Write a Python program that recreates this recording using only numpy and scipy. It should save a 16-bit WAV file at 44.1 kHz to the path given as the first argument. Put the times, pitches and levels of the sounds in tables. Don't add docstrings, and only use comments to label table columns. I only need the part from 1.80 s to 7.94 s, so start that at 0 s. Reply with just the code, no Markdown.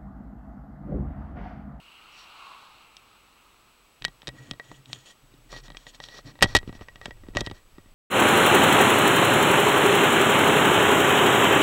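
import sys
import numpy as np
from scipy import signal
from scipy.fft import rfft, irfft
from scipy.io import wavfile
from scipy.ndimage import uniform_filter1d

SR = 44100
rng = np.random.default_rng(int(sys.argv[2]) if len(sys.argv) > 2 else 0)


def inscribe(sig):
    pcm = np.round(np.clip(np.atleast_2d(sig).T, -1, 1) * 32767)
    wavfile.write(sys.argv[1], SR, pcm.astype(np.int16))


N = 270774
LOOSE_FROM_S = 4.6


def undb(db):
    return 10 ** (np.asarray(db) / 20)


def noise(colour, size=N):
    hz, db = np.transpose(colour)
    f = np.maximum(np.arange(size // 2 + 1) * SR / size, 1)
    gain = undb(np.interp(np.log(f), np.log(hz), db))
    skirts = np.minimum(f / hz[0], 1) * np.minimum(hz[-1] / f, 1) ** 2
    y = irfft(rfft(rng.standard_normal(size)) * gain * skirts, size)
    return y / y.std()


def wander(rate_hz):
    step = max(int(SR / rate_hz), 1)
    y = uniform_filter1d(np.repeat(rng.standard_normal(N // step + 1), step), step)[:N]
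    return y / y.std()


def gains(table, fade_s):
    t = np.arange(N) / SR
    times, *columns = np.transpose(table)
    outside_s = np.abs(t - np.clip(t, times[0], times[-1]))
    return [undb(np.interp(t, times, db)) * np.exp(-outside_s / fade_s) for db in columns]


def decay(t, t60_s):
    return np.exp(-np.log(1000) * t / t60_s)


def add(track, start_s, sound):
    i = int(start_s * SR)
    track[i:i + len(sound)] += sound[:len(track) - i]


# (frequency [Hz], relative level [dB])
CABIN_COLOUR = [(20, -5.5), (46, -1.5), (75, -12), (300, -12), (750, -16), (1200, -14), (1700, -19),
                (2700, -17), (5400, -24.5), (10000, -28), (16000, -29.5)]
# (frequency [Hz], rms level [dB])
WHINE_TONES = [(7854, -91), (7881, -74.5), (15735, -83)]


def background(cabin_db=-61.5, waver_rad=0.19):
    t = np.arange(N) / SR
    whine = sum(np.sqrt(2) * undb(db) * np.sin(2 * np.pi * hz * t + waver_rad * wander(25))
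                for hz, db in WHINE_TONES)
    return undb(cabin_db) * noise(CABIN_COLOUR) + whine


# (time [s], roar level [dB], tread hiss level [dB])
PASS_LEVELS = [(0.0, -61.5, -61), (0.24, -58, -55.5), (0.67, -49, -54), (1.11, -59, -61.5),
               (1.41, -62, -65.5), (1.85, -63.5, -69), (2.15, -68, -70)]
# (frequency before Doppler [Hz], relative level [dB])
ROAR_COLOUR = [(200, -23), (500, -23.5), (750, -11), (900, -7), (1080, -5.5), (1270, -2.5), (1500, -12.5),
               (1900, -27.5), (3300, -15.5), (4100, -13.5), (5200, -26.5), (9000, -35.5)]
TREAD_COLOUR = [(1600, -12), (2200, 2.5), (2720, 8.5), (3100, 0.5), (3500, -14.5), (4200, -25), (5000, -31),
                (9000, -34)]
# (centre [s], half length [s], level [dB], frequency before Doppler [Hz])
HOWLS = [(0.114, 0.13, -57.5, 2700), (0.696, 0.14, -50, 1080)]


def passing_car(flutter_db=1.04, howl_oct=0.35, doppler=0.045, abreast_s=0.49, sweep_s=0.26):
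    n = np.arange(N)
    t = n / SR
    roar, tread = gains(PASS_LEVELS, fade_s=1.6)
    layers = [(roar, ROAR_COLOUR), (tread, TREAD_COLOUR)]
    for centre_s, half_s, db, hz in HOWLS:
        swell = undb(db) * np.exp(-((t - centre_s) / half_s) ** 2)
        band = [(hz * 2 ** -howl_oct, -24), (hz, 0), (hz * 2 ** howl_oct, -24)]
        layers.append((swell, band))
    approach = (1 - np.tanh((t - abreast_s) / sweep_s)) / 2
    read_index = np.cumsum(1 + doppler * approach) % N
    return sum(swell * undb(flutter_db * wander(16)) * np.interp(read_index, n, noise(colour))
               for swell, colour in layers)


# (time [s], hold [s], relative tremor [dB], relative hum [dB])
SQUEEZES = [(2.227, 0.028, -47.5, -48), (2.476, 0.27, -49, -69), (2.9, .1, -54, -63),
            (3.079, 0.062, -54.5, -69), (3.433, 0.32, -55.5, -59), (3.708, 0.27, -61, -49.5),
            (4.048, 0.45, -64.5, -59.5), (4.459, 0.027, -41.5, -59)]
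# (frequency [Hz], relative level [dB])
TREMOR_COLOUR = [(80, -14.5), (105, -3), (130, 11.5), (160, -12.5), (220, -13.5), (290, -2), (380, -20),
                 (500, -19), (1500, -43)]


def grip(tremor_db=-1, unsteady_db=3, hum_db=2, hum_hz=33.3, waver_rad=0.54, attack_s=0.019, t60_s=0.33):
    t = np.arange(N) / SR
    tremor_env, hum_env = np.zeros((2, N))
    for at_s, hold_s, shake_db, drone_db in SQUEEZES:
        attack = np.clip(1 + (t - at_s) / attack_s, 0, 1)
        squeeze = attack * decay(np.maximum(t - at_s - hold_s, 0), t60_s)
        tremor_env += undb(shake_db) * squeeze
        hum_env += undb(drone_db) * squeeze
    tremor = undb(tremor_db + unsteady_db * wander(47)) * tremor_env * noise(TREMOR_COLOUR)
    hum = undb(hum_db) * hum_env * np.sin(2 * np.pi * hum_hz * t + waver_rad * wander(22))
    return tremor + hum


# (time [s], relative level [dB])
TURN_LEVELS = [(4.62, -38), (4.762, -45), (5.094, -55), (5.592, -46), (5.808, -62), (6.14, -54.5)]
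# (frequency [Hz], relative level [dB])
SWAY_COLOUR = [(10, 2.5), (22, 4), (45, -3.5), (70, -11.5), (98, -7), (130, -13), (220, -30), (450, -25.5),
               (900, -35.5)]


def sway(gain_db=2):
    turning, = gains(TURN_LEVELS, fade_s=.01)
    return undb(gain_db) * turning * noise(SWAY_COLOUR)


def squeak(centre_s=.42, half_s=.04, level_db=-64, pitch_hz=5550, width_oct=.12):
    t = np.arange(N) / SR
    band = [(pitch_hz * 2 ** -width_oct, -30), (pitch_hz, 0), (pitch_hz * 2 ** width_oct, -30)]
    return undb(level_db) * np.exp(-((t - centre_s) / half_s) ** 2) * noise(band)


# (start [s], end [s], level [dB])
STROKES = [(.32, .452, -60), (2.552, 2.708, -62), (2.83, 2.997, -62), (3.08, 3.326, -61),
           (3.129, 3.181, -54), (3.255, 3.324, -59), (3.704, 3.8, -50.5), (3.843, 3.87, -51),
           (3.965, 4.05, -61.5), (4.067, 4.11, -54.5), (4.144, 4.157, -48.5), (4.221, 4.267, -52),
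           (4.276, 4.332, -55.5), (4.331, 4.403, -49), (4.457, 4.513, -53), (4.676, 4.747, -52.5),
           (4.88, 4.89, -55), (4.936, 4.978, -60), (5.011, 5.036, -56.5), (5.223, 5.294, -60),
           (5.562, 5.607, -47), (5.648, 5.656, -50.5), (5.735, 5.793, -65.5)]
# (time [s], tip over pad [dB], relative scrape [dB])
FINGER_CONTACT = [(.4, -10, -3), (2.6, 3, 7.5), (3.15, 9, -3.5), (3.75, -8, 2), (4.1, 3, -3),
                  (4.35, -19.5, 0.5), (4.7, -16, 7), (5.6, -5.5, 7.5)]
# (frequency [Hz], relative level [dB])
PAD_COLOUR = [(1200, -32.5), (2400, -16), (3200, -5), (4400, 0), (5000, -9.5), (5650, -1), (6200, -12.5),
              (7000, -15.5), (9000, -25), (16000, -32.5)]
TIP_COLOUR = [(2000, -27.5), (2700, -5.5), (3250, 3.5), (4000, -9.5), (4800, -17.5), (6200, -11.5),
              (7000, 0), (7650, -22.5), (8300, -7), (9500, -24.5), (16000, -35.5)]
SCRAPE_COLOUR = [(200, -1), (500, 1), (1200, -3), (1600, -3.5), (1820, 0.5), (1920, 14), (2030, -14.5),
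                 (2400, -3.5), (4000, -33)]


def fingers(scrape_db=-1, edge_s=0.032, grain_db=2.5, catch_db=2):
    t = np.arange(N) / SR
    strokes = sum(undb(db) * np.clip(np.minimum(t - start_s, end_s - t) / edge_s + .5, 0, 1)
                  for start_s, end_s, db in STROKES)
    tip, pressure = gains(FINGER_CONTACT, fade_s=np.inf)
    friction = undb(grain_db * wander(1200) + catch_db * wander(70))
    skin = (noise(PAD_COLOUR) + tip * noise(TIP_COLOUR)) / np.hypot(1, tip)
    scrape = undb(scrape_db) * pressure * noise(SCRAPE_COLOUR)
    return strokes * (friction * skin + scrape)


# (frequency [Hz], relative level [dB], t60 [s])
CASE_MODES = [(132, -2.5, 0.077), (44, -11, 0.12), (198.7, -10.5, 0.055), (262, -5.5, 0.032),
              (358, 2, 0.015), (472, -20.5, 0.057), (587.5, -12, 0.042), (687, -18, 0.04),
              (785, -12.5, 0.027), (936, -4, 0.012), (1170, -7, 0.016), (1297, -16.5, 0.02),
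              (1612, -14.5, 0.026), (1814, -6, 0.019), (1910, -4.5, 0.064), (2280, -15, 0.025),
              (2542, -18.5, 0.031), (3044, -17.5, 0.014), (3260, -22, 0.047), (3340, -28.5, 0.011),
              (3697, -14, 0.02), (3885, -36.5, 0.071), (4530, -40.5, 0.015), (6400, -42, 0.022),
              (8000, -43, 0.0073), (8180, -40, .02)]


def case_ring(t, locked, thud_db, knock_db, ring_db, tick_db, loose_hz=97.7, loose_db=-5, scatter_db=2):
    hz, db, t60_s = np.transpose(CASE_MODES)
    envelopes = undb(db)[:, None] * decay(t, t60_s[:, None])
    envelopes[0] *= -1 if locked else -undb(loose_db)
    drive_db = np.interp(hz, [340, 450, 1500, 1800, 2050, 2900],
                         [thud_db, knock_db, knock_db, ring_db, ring_db, tick_db])
    detune, scatter, offset_rad = rng.standard_normal((3, len(hz)))
    held = 1 / (1 + (hz / 900) ** 4)
    pitch_hz = np.r_[hz[0] if locked else loose_hz, hz[1:]] * (1 + 0.03 * held * detune)
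    phase = 2 * np.pi * pitch_hz[:, None] * t + (held * offset_rad)[:, None]
    onset = 1 - np.exp(-4 * pitch_hz[:, None] * t)
    return undb(drive_db + scatter_db * scatter) @ (envelopes * np.sin(phase) * onset)


# (frequency [Hz], relative level [dB])
CRACK_COLOUR = [(300, -21.5), (1500, -16), (2800, 6), (4200, -3), (5600, 2.5), (6600, -5), (8200, -1.5),
                (9800, -12.5), (16000, -15.5)]


def strike(at_s, thud_db, knock_db, ring_db, tick_db, tick_hz, bounce_db=-10, brighten_oct_per_db=0.034):
    t = np.arange(8192) / SR
    locked = at_s < LOOSE_FROM_S
    body = case_ring(t, locked, thud_db, knock_db, ring_db, tick_db)
    tick = undb(-1) * np.sin(2 * np.pi * tick_hz * t) * decay(t, t60_s=0.0042)
    crack_env = undb(-10) * decay(t, t60_s=0.0083) + undb(-27) * decay(t, t60_s=0.028)
    crack = crack_env * noise(CRACK_COLOUR, len(t))
    brightness = (1.9 if locked else 2.22) * 2 ** (brighten_oct_per_db * (tick_db + 20))
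    lowpass = signal.butter(2, min(brightness * tick_hz, SR / 3), fs=SR)
    contact = undb(tick_db) * signal.lfilter(*lowpass, tick + crack)
    add(body, rng.uniform(0.0012, 0.0026), undb(bounce_db) * contact)
    return body + contact


def click(at_s, tick_db, ring_db, tick_hz):
    thud_db, knock_db = tick_db - 25, tick_db - 29
    return strike(at_s, thud_db, knock_db, ring_db, tick_db, tick_hz)


def knock(at_s, db, weight_db, hardness_db):
    ring_db = db - 8 + 0.33 * hardness_db - 0.23 * weight_db
    tick_hz = 3900 if at_s < LOOSE_FROM_S else 2857
    return strike(at_s, db + weight_db, db, ring_db, db + hardness_db, tick_hz)


def rattle(over_turn_db=3, spread_db=3, count=24):
    out = np.zeros(N)
    turn_s, turn_db = np.transpose(TURN_LEVELS)
    for k, (late, size) in enumerate(rng.random((count, 2))):
        at_s = LOOSE_FROM_S + (N / SR - LOOSE_FROM_S) * (k + late) / count
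        db = np.interp(at_s, turn_s, turn_db) + over_turn_db + spread_db * (2 * size - 1)
        add(out, at_s, knock(at_s, db, weight_db=-4, hardness_db=-6))
    return out


# (time [s], tick drive [dB], ring drive [dB], tick pitch [Hz])
CLICKS = [(1.168, -32.5, -55, 5300), (2.222, -28, -42, 3220), (2.244, -23, -34, 3900),
          (2.2502, -9, -19, 4090), (2.4194, -36, -48.5, 3430), (2.4724, -21.5, -35, 3770),
          (2.7117, -18.5, -42, 3350), (3.058, -35.5, -62, 3860), (3.1311, -20, -89, 4150),
          (3.97, -24, -60, 3100), (4.1475, -37, -63, 3970), (4.2392, -25, -45, 3420),
          (4.6095, -26, -39, 2500), (4.7874, -24.5, -34, 4160), (5.2572, -20.5, -29, 2910),
          (5.608, -15, -38, 3870), (5.664, -22, -39, 3870)]
# (time [s], drive [dB], weight [dB], hardness [dB])
KNOCKS = [(2.2817, -36, -2.5, 2.5), (2.4306, -43.5, -4, -2), (2.48, -32, 2.5, 10), (2.4891, -31, -38, 6),
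          (2.7121, -30.5, -0.5, -3), (2.7351, -37.5, -7, 0), (2.7979, -28.5, -45, -5),
          (2.9158, -30.5, -8, -10.5), (3.0995, -41, -19, -21), (3.54, -56.5, 13, 8),
          (3.728, -28.5, -14, -8), (3.7394, -34, -11, -6), (3.764, -33.5, -13, 0.5),
          (3.8815, -36, -6.5, -1), (3.9029, -35, -5.5, -1), (3.9198, -44, -2, 3), (3.948, -34, -21, -9),
          (4.0674, -35, -20, 2.5), (4.2021, -30.5, -23, -1), (4.2868, -38, -11, 5), (4.3895, -31, -16, -28),
          (4.5552, -42, -31, -3), (4.5903, -39, -23, -3), (4.619, -18.5, -1, -3), (4.6583, -20.5, -6, -8),
          (4.8304, -35, 3.5, -5.5), (4.8770, -39, 16.5, 0), (4.8931, -28.5, 4.5, -9),
          (4.9272, -34.5, 2, -3), (4.9516, -41, 6.5, -2), (4.9922, -42, -17, -5), (5.0112, -33, 4.5, -3.5),
          (5.0204, -34.5, -26, -9), (5.0853, -32.5, -25, -1), (5.158, -38, -9, 5.5), (5.2144, -32, -19, 0),
          (5.259, -27, -5, 0.5), (5.2819, -45.5, 16.5, -10), (5.3087, -31.5, -27, -2),
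          (5.4362, -38, -1, -8), (5.4857, -41.5, 11.5, 3), (5.551, -29, 0, 1.5), (5.5592, -29.5, 15, 0),
          (5.5701, -13, -29, 0.5), (5.589, -26, 0, -16), (5.6064, -27.5, 2.5, 2), (5.6129, -20, -1, -8),
          (5.6714, -22, -3.5, -3.5), (5.6992, -41.5, 8, 8), (5.7131, -26.5, 3, -1.5),
          (5.9831, -37.5, 3, -6), (6.0588, -48, 2, -3)]


def handling():
    out = np.zeros(N)
    for at_s, tick_db, ring_db, tick_hz in CLICKS:
        add(out, at_s, click(at_s, tick_db, ring_db, tick_hz))
    for at_s, db, weight_db, hardness_db in KNOCKS:
        add(out, at_s, knock(at_s, db, weight_db, hardness_db))
    return out


# (time [s], drive [dB], weight [dB], hardness [dB])
SNAPS = [(4.6245, 0, -17, 1), (4.6302, -10.5, -7.5, 5), (4.6411, -12, -1, -2), (4.7503, -0.5, -9.5, -2),
         (4.764, -16, -0.5, 9.5), (4.7708, -24.5, -2, 3.5)]


def joint_snaps(rebounds=4, gap_s=.0022, loss_db=4, ring_offset_db=-8.5, chatter_hz=3900, jitter=.2):
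    out = np.zeros(N)
    for at_s, db, weight_db, hardness_db in SNAPS:
        add(out, at_s, knock(at_s, db, weight_db, hardness_db))
        for k, (late, detune) in enumerate(rng.uniform(-0.8, 1, (rebounds, 2)), 1):
            rebound_s = at_s + gap_s * (k + jitter * late)
            tick_db = db + hardness_db - loss_db * k
            tick_hz = chatter_hz * (1 + jitter * detune)
            add(out, rebound_s, click(rebound_s, tick_db, tick_db + ring_offset_db, tick_hz))
    return out


def scene():
    contacts = handling() + joint_snaps() + rattle()
    hand = fingers() + squeak() + grip() + sway()
    return (contacts + hand + passing_car() + background())[None]


def record(dry, ceiling=.71, top_hz=16200):
    clipped = dry / (1 + (dry / ceiling) ** 8) ** (1 / 8)
    lowpass = signal.ellip(8, .2, 70, top_hz, fs=SR, output="sos")
    return signal.sosfilt(lowpass, clipped)


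dry = scene()
out = record(dry)
inscribe(out)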